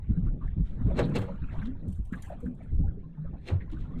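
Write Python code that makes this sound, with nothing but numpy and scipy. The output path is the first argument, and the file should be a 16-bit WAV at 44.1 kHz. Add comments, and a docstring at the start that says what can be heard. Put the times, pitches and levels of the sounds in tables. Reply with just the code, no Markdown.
"""A low rumble of wind and swell comes first, with bare feet thumping along a small metal boat's deck.
Water trickles along the side of the drifting boat; air pockets glug under it and bubbles splash, each
ringing at its own resonance. A few dry clicks sound and someone rustles about. Wavelets slap the hull
and excite the modes of its plates, and fishing tackle ticks faintly."""
import sys
import numpy as np
from scipy import signal
from scipy.fft import rfft, irfft, next_fast_len
from scipy.io import wavfile
from scipy.ndimage import uniform_filter1d, map_coordinates

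SR = 44100
rng = np.random.default_rng(int(sys.argv[2]) if len(sys.argv) > 2 else 0)


def put_to_file(sound):
    """Save the sound as 16-bit audio at rate SR, in the file named by the first command-line argument."""
    columns = np.atleast_2d(sound).T  # one column per channel
    safe = np.clip(columns, -1, 1)
    whole_steps = np.round(safe * 32767)
    wavfile.write(sys.argv[1], SR, whole_steps.astype(np.int16))


N = 176400


def amp(db):
    """Decibels to amplitude ratio."""
    return 10 ** (np.asarray(db) / 20)


def unit(x):
    """Normalisation to rms 1."""
    return x / np.sqrt(np.mean(x ** 2) + 1e-20)


def since(start_s):
    """Seconds since start_s, for every sample."""
    return np.arange(N) / SR - start_s


def level(rows):
    """Amplitude envelope through (time_s, level_db) points."""
    return amp(np.interp(since(0), *np.transpose(rows)))


def wobble(knots_per_s):
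    """Smooth random modulation: a spline through Gaussian values."""
    knots = rng.standard_normal(int(N * knots_per_s / SR) + 4)
    return map_coordinates(knots, [np.arange(N) * knots_per_s / SR])


def filtered(x, response):
    """Linear filtering: the spectrum of x times a frequency response."""
    size = next_fast_len(N + SR // 2)
    return irfft(rfft(x, size) * response(np.fft.rfftfreq(size, 1 / SR)), size)[:N]


def noise(spectrum, grain_db=0):
    """Coloured noise of rms 1; amplitude modulation by grain_db breaks it into millisecond grains."""
    points_hz, gains_db = np.transpose(spectrum)
    white = rng.standard_normal(N) * amp(grain_db * wobble(900))
    return unit(filtered(white, lambda hz: amp(np.interp(np.log(hz + 1), np.log(points_hz), gains_db))))


def patchy(x, depth_db, patch_hz=550, patch_s=0.04):
    """Spectral modulation: x swells and fades in random patches of time and frequency."""
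    spectra = signal.stft(x, nperseg=1024)[2]
    field = rng.standard_normal(spectra.shape)
    for axis, width in enumerate([patch_hz * 1024 / SR, patch_s * SR / 512]):
        field = uniform_filter1d(field, max(1, round(width)), axis)
    return unit(signal.istft(spectra * amp(depth_db * unit(field)), nperseg=1024)[1][:N])


def swell(t, rise_s):
    """Transient envelope: a soft rise to 1 at rise_s, then a near-exponential fall."""
    u = np.maximum(t, 0) / rise_s
    return (u * np.exp(1 - u)) ** 2


def burst(t, rise_s, decay_s, tail_db, tail_s):
    """Impact envelope: exponential growth until t = 0, then a main decay plus a weaker one."""
    before, after = np.minimum(t, 0), np.maximum(t, 0)
    return np.exp(before / rise_s) * (np.exp(-after / decay_s) + amp(tail_db) * np.exp(-after / tail_s))


def deck_echo(x, decay_s=0.008):
    """Early reflections from the deck and sides, equal in energy to the direct sound."""
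    t = np.arange(SR // 10) / SR
    echo = rng.standard_normal(len(t)) * np.exp(-t / decay_s)
    return (x + signal.fftconvolve(x, echo / np.linalg.norm(echo))[:N]) / np.sqrt(2)


# Envelopes of the wind and of the water churning under the hull: time_s, level_db
WIND_LEVELS = [(0, -31), (.3, -30.5), (.38, -34.5), (.48, -28.5), (.72, -34), (.9, -29), (1.35, -37),
               (1.52, -29.5), (1.74, -36), (2.17, -37), (2.6, -42.5), (2.82, -21.5), (3.03, -41.5),
               (3.17, -51.5), (3.26, -32.5), (3.43, -40), (3.8, -32), (4, -31.5)]
CHURN_LEVELS = [(0, -49), (.22, -39.5), (.38, -38.5), (.72, -45.5), (.82, -35), (1.08, -30.5), (1.33, -43),
                (2.02, -44), (2.09, -60), (2.17, -43.5), (2.38, -42.5), (2.55, -39), (2.9, -39.5),
                (3.11, -53), (3.31, -35.5), (3.42, -50), (3.8, -39.5), (4, -39.5)]
# Their spectra: frequency_hz, gain_db
WIND_BANDS = [(28, -1), (50, -4.5), (90, -8.5), (150, -17), (400, -52), (1000, -103)]
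CHURN_BANDS = [(60, -17.5), (120, 1), (160, 5.5), (270, -6), (360, -13), (550, -20), (800, -31),
               (2000, -95)]


def wind_and_sea():
    """Turbulence: wind and churning water make low-frequency noise, over a faint far hiss."""
    wind = amp(-2) * level(WIND_LEVELS) * noise(WIND_BANDS)
    churn = amp(-4) * level(CHURN_LEVELS) * noise(CHURN_BANDS) * amp(4.15 * wobble(14))
    hiss = amp(-85) * noise([(500, 13), (3500, -15.5), (5000, -5), (12500, -21.5), (15000, -29)])
    return wind + churn + hiss


# Envelope of the water running along the side: time_s, level_db
TRICKLE_LEVELS = [(0, -69), (.28, -68.5), (.36, -79.5), (.46, -62), (.57, -72.5), (.74, -66), (.9, -60),
                  (1.22, -53.5), (1.39, -62), (1.62, -53.5), (1.78, -68.5), (1.92, -73.5), (2.09, -72.5),
                  (2.15, -57), (2.27, -58), (2.56, -75.5), (2.62, -63.5), (2.75, -76.5), (3.14, -73),
                  (3.45, -69), (3.67, -66), (3.74, -63), (4, -64.5)]
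# Spectrum of its fizz: frequency_hz, gain_db
FIZZ_BANDS = [(300, -9), (550, 4), (1100, 7), (1650, 3.5), (2300, -4), (4100, -9.5), (4700, -29),
              (8500, -26.5), (15000, -41.5)]


def trickle(bubbles_per_s=95, centre_hz=1372, spread_oct=1.1, decay_cycles=9.9, chirp=0.031):
    """Bubble resonance: each rising bubble is a damped oscillator gliding upward, on a bed of fizz."""
    onset, pitch_a, pitch_b, size = rng.random((int(bubbles_per_s * N / SR), 4)).T[:, :, None]
    pitch_hz = centre_hz * 2 ** (spread_oct * (pitch_a + pitch_b - 1))
    samples = np.arange(SR // 20)
    cycles = pitch_hz * samples / SR
    age = cycles / decay_cycles
    envelopes = amp(-4 * np.log(size + 0.036)) * (1 - np.exp(-cycles)) * np.exp(-age)
    rings = envelopes * np.sin(2 * np.pi * cycles * (1 + chirp * age / 2))
    positions = (onset * N).astype(int) + samples
    bubbles = np.bincount(positions.ravel(), rings.ravel(), N)[:N]
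    fizz = patchy(noise(FIZZ_BANDS, grain_db=2), depth_db=5.5)
    return amp(-0.5) * level(TRICKLE_LEVELS) * (fizz + amp(-5.5) * unit(bubbles))


# Blows of feet and gear on the deck: start_s, boom_db, pitch_hz, rise_s, knock_db
DECK_THUMPS = [(0.087, -23, 55.5, 0.018, -24), (0.159, -26, 39.6, 0.032, -30), (0.217, -27, 50, 0.017, -32),
               (0.248, -23.5, 34.6, 0.043, -28), (0.421, -27.5, 31.5, 0.032, -32),
               (0.561, -32.5, 65.4, 0.028, -25.5), (0.593, -17.5, 46.3, 0.022, -27),
               (0.798, -28, 46.2, 0.043, -29.5), (0.844, -24, 54, 0.052, -22.5),
               (0.983, -23.5, 49.3, 0.012, -36.5), (1.417, -22, 40.7, 0.0044, -33),
               (1.571, -32, 54.5, 0.018, -34), (1.87, -34, 76.6, 0.049, -33),
               (1.98, -24.5, 51.9, 0.022, -36), (2.429, -30.5, 63.4, 0.019, -32),
               (2.712, -27.5, 72.3, 0.03, -31.5), (2.785, -24.5, 53.4, 0.008, -27.5),
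               (2.826, -27, 80, 0.024, -35.5), (3.326, -28, 56.8, 0.011, -49.5),
               (3.727, -33, 54.6, 0.051, -37)]
# Spectrum of the knocking panels: frequency_hz, gain_db
KNOCK_BANDS = [(50, -10.5), (100, 7.5), (170, 0), (270, -6.5), (380, -20.5), (600, -37), (1500, -60),
               (4000, -62), (8000, -99)]


def footsteps():
    """Impact excitation: each thump flexes the deck in a heavily damped boom and knocks its panels."""
    boom, knock = np.zeros((2, N))
    for start_s, boom_db, pitch_hz, rise_s, knock_db in DECK_THUMPS:
        t = since(start_s)
        boom += amp(boom_db) * swell(t, rise_s) * np.sin(2 * np.pi * pitch_hz * t)
        knock += amp(knock_db) * swell(t, rise_s=0.016)
    return boom + knock * noise(KNOCK_BANDS)


# Air trapped under the hull: start_s, level_db, pitch_hz, glide_oct_per_s, rise_s
AIR_POCKETS = [(.162, -25, 168.4, 3, 0.023), (1.168, -27, 105.4, -0.5, 0.029), (1.272, -39.5, 556, 0, 0.02),
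               (1.611, -31.5, 181.3, 6.5, 0.027), (1.662, -35, 249.4, 1.5, 0.03),
               (1.874, -31, 226.5, -8, 0.02), (2.122, -24.5, 210, 7, 0.004),
               (2.300, -35.5, 670, -2, 0.0064), (2.316, -40, 588, 7, 0.011), (2.425, -40, 490, -2.5, 0.012),
               (2.456, -31, 197, 0, 0.014), (2.457, -31.5, 246.6, -0.3, .026), (2.602, -48, 668, -1, .007),
               (2.795, -23, 181.5, -10.5, 0.011), (2.834, -51.5, 774, 4, 0.015),
               (2.866, -57.5, 1513, 0, 0.017), (2.966, -47, 404, -0.5, 0.011), (3.028, -60, 1036, 1, 0.016),
               (3.009, -39, 145.2, 2, 0.054), (3.164, -32, 142.3, 2.3, 0.044), (3.243, -50, 548, 2.5, 0.01),
               (3.504, -20, 84.4, 2.15, 0.033), (3.53, -27.5, 139.6, -6, 0.014),
               (3.719, -36, 305, 1.4, 0.018), (3.958, -34, 222.8, 6, 0.015)]


def glugs():
    """Air-pocket resonance: trapped air rings at a pitch that glides as the pocket changes size."""
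    out = np.zeros(N)
    flutter = 1 + 0.18 * wobble(90)
    for start_s, level_db, pitch_hz, glide_oct_per_s, rise_s in AIR_POCKETS:
        t = np.clip(since(start_s), 0, 0.5)
        phase = 2 * np.pi * np.cumsum(pitch_hz * 2 ** (glide_oct_per_s * t) * (t > 0)) / SR
        jitter = pitch_hz / 750 * wobble(170)  # small pockets break up and ring less cleanly
        out += amp(level_db) * swell(t, rise_s) * np.sin(phase + jitter) * flutter
    return out


# Small splashes along the side: start_s, level_db, centre_hz, rise_s
BUBBLE_CLOUDS = [(0.163, -62.5, 1510, 0.01), (0.404, -53, 1126, .016), (0.473, -56.5, 1770, 0.0079),
                 (0.871, -38, 412, 0.011), (0.897, -38.5, 590, 0.014), (1.024, -51, 4050, 0.015),
                 (1.278, -47, 960, 0.011), (1.617, -47.5, 1610, 0.0072), (2.126, -42, 1590, 0.01),
                 (2.296, -51.5, 740, 0.021), (2.453, -56, 1460, 0.012), (3.17, -61.5, 800, 0.0088),
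                 (3.324, -56.5, 778, 0.017), (3.6, -53, 1910, .012), (3.93, -58.5, 1120, 0.011)]


def splashes(half_width_oct=0.18):
    """Bubble-cloud resonance: bubbles of about one size give a narrow noise band over broad fizz."""
    out = np.zeros(N)
    fizz = noise(FIZZ_BANDS, grain_db=6)
    pops = noise([(4100, -1), (4900, -17), (15000, -20.5)], grain_db=-1.5)
    for start_s, level_db, centre_hz, rise_s in BUBBLE_CLOUDS:
        cloud = filtered(pops, lambda hz: 1 / (1 + (np.log2((hz + 1) / centre_hz) / half_width_oct) ** 2))
        envelope = swell(since(start_s), rise_s)
        splash = envelope * (unit(cloud) + amp(-30) * fizz)
        out += amp(level_db) * splash * np.linalg.norm(envelope) / np.linalg.norm(splash)
    return out


# Short, dry clicks, mostly faint; the loudest is the hard edge of a wave slap: time_s, level_db
CRISP_CLICKS = [(.268, -76.5), (.478, -77), (1.098, -61), (1.158, -43), (2.791, -71.5), (3.717, -66)]
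# Spectrum of a click: frequency_hz, gain_db
CLICK_BANDS = [(4000, 1), (8800, -1), (15000, -16)]


def crisp_clicks(rise_s=0.002):
    """Broadband transients: a few milliseconds of grainy noise are heard as a click with no ring."""
    pulses = sum(amp(db) * swell(since(time_s - rise_s), rise_s) for time_s, db in CRISP_CLICKS)
    return pulses * noise(CLICK_BANDS, grain_db=4.5)


# Soft scuffs: start_s, level_db, rise_s
SCUFFS = [(0.639, -66.5, 0.038), (0.863, -72, 0.014), (1.512, -64.5, 0.02), (1.649, -58.5, 0.012),
          (3.69, -65, 0.032), (3.779, -66, 0.035), (3.971, -58.5, 0.045)]
# Spectrum of the rubbing: frequency_hz, gain_db
SCUFF_BANDS = [(1000, -2.5), (3700, 1.5), (4800, -13.5), (8500, -17.5), (14000, -37)]


def rustles():
    """Friction noise: brief grainy scuffs as someone moves about."""
    strokes = sum(amp(db) * swell(since(start_s), rise_s) for start_s, db, rise_s in SCUFFS)
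    return strokes * noise(SCUFF_BANDS, grain_db=4.5)


# Wavelets striking the hull:
# peak_s, body_db, spray_db, spray_lead_s, rise_s, body_decay_s, spray_decay_s, ring_db
WAVELETS = [(0.998, -22.5, -34.5, 0.0041, .012, 0.027, 0.0079, -30),
            (1.162, -30, -33, 0.0042, 0.0055, 0.037, 0.0087, -34),
            (1.224, -46.5, -51.5, 0.0027, 0.0032, 0.038, 0.0039, -45),
            (3.506, -34.5, -48, 0.022, 0.017, 0.03, 0.02, -54)]
# Spectra of the water's mass and of its spray: frequency_hz, gain_db
BODY_BANDS = [(80, -12.5), (170, 0.5), (260, 1.5), (330, -1.5), (470, 0), (650, -7.5), (1000, -13.5),
              (1600, -18), (3000, -31.5), (6000, -77)]
SPRAY_BANDS = [(400, -41), (1000, -24), (1600, 4.5), (2600, 1.5), (4000, 5.5), (4800, -10), (8500, -16.5),
               (11000, -28.5), (15000, -30)]
# Modes of the hull plates: pitch_hz, level_db, t60_s
HULL_MODES = [(188.8, 1, 0.61), (267.5, 0, 0.49), (382, 2, 0.23), (424, 1.5, .25), (480, 0.5, 0.36),
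              (625, -14, 0.67), (808, -0.5, 0.099), (847, -11.5, 0.13), (1317, -16, 0.13),
              (2207, -11, 0.053), (2390, -18, 0.072), (4030, -6, 0.032)]


def hull_slaps(ring_lead_s=0.01202, ring_attack_s=0.0069, waver_rad=0.32):
    """Modal vibration: spray lands first, then the mass of the wavelet, which rings the hull plates."""
    body, spray, ring = np.zeros((3, N))
    for peak_s, body_db, spray_db, spray_lead_s, rise_s, body_decay_s, spray_decay_s, ring_db in WAVELETS:
        body += amp(body_db) * burst(since(peak_s), rise_s, body_decay_s, tail_db=-25, tail_s=0.021)
        spray_t = since(peak_s - spray_lead_s)
        spray += amp(spray_db) * burst(spray_t, rise_s, spray_decay_s, tail_db=-18.5, tail_s=0.051)
        start = round((peak_s - ring_lead_s) * SR)
        t = np.arange(min(SR // 2, N - start)) / SR
        attack = 1 - np.exp(-t / ring_attack_s)
        for (pitch_hz, level_db, t60_s), turn in zip(HULL_MODES, rng.random(len(HULL_MODES))):
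            waver = waver_rad * wobble(35)[:len(t)]  # moving water detunes the plates
            envelope = attack * amp(ring_db + level_db - 60 * t / t60_s)
            ring[start:start + len(t)] += envelope * np.sin(2 * np.pi * (pitch_hz * t + turn) + waver)
    body *= noise(BODY_BANDS, grain_db=1.5)
    spray *= noise(SPRAY_BANDS, grain_db=4.5)
    return body + ring + deck_echo(spray)


# Ticks of the fishing tackle: peak_s, level_db
TACKLE_TICKS = [(1.054, -66), (1.187, -55), (1.883, -62), (1.927, -65.5), (1.958, -72), (1.98, -91),
                (2.053, -66.5), (2.127, -64), (2.156, -70), (2.224, -56), (2.262, -63.5), (2.298, -75),
                (2.405, -69.5), (2.457, -73.5), (2.55, -78), (2.63, -76.5)]
# Spectrum of the tackle: frequency_hz, gain_db
TACKLE_BANDS = [(1500, -17), (3300, 2.5), (5000, -12), (6800, 0), (9000, 3), (11200, -8.5), (12800, -3),
                (15500, -21.5)]


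def tackle(rise_s=0.004, rattle_db=-11.5, rattle_lag_s=0.025, rattle_spread_s=0.024):
    """Contact noise: light ticks, each of its own colour, inside a soft rattle of the rod and reel."""
    blows = np.zeros(N)
    for peak_s, level_db in TACKLE_TICKS:
        t = since(peak_s)
        rattle = amp(rattle_db) * np.exp(-abs(t - rattle_lag_s) / rattle_spread_s)
        blows += amp(level_db) * (swell(t + rise_s, rise_s) + rattle)
    return deck_echo(blows * patchy(noise(TACKLE_BANDS, grain_db=4.5), depth_db=3))


def scene():
    """Superposition: deck, hull and sea add at one listening point near the stern."""
    events = footsteps() + hull_slaps() + glugs() + splashes() + tackle() + crisp_clicks() + rustles()
    return (events + trickle() + wind_and_sea())[None]


def record(dry):
    """Band limiting: an ideal low-pass filter keeps only what lies below 15.5 kHz."""
    return filtered(dry[0], lambda hz: hz < 15500)[None]


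dry = scene()
out = record(dry)
put_to_file(out)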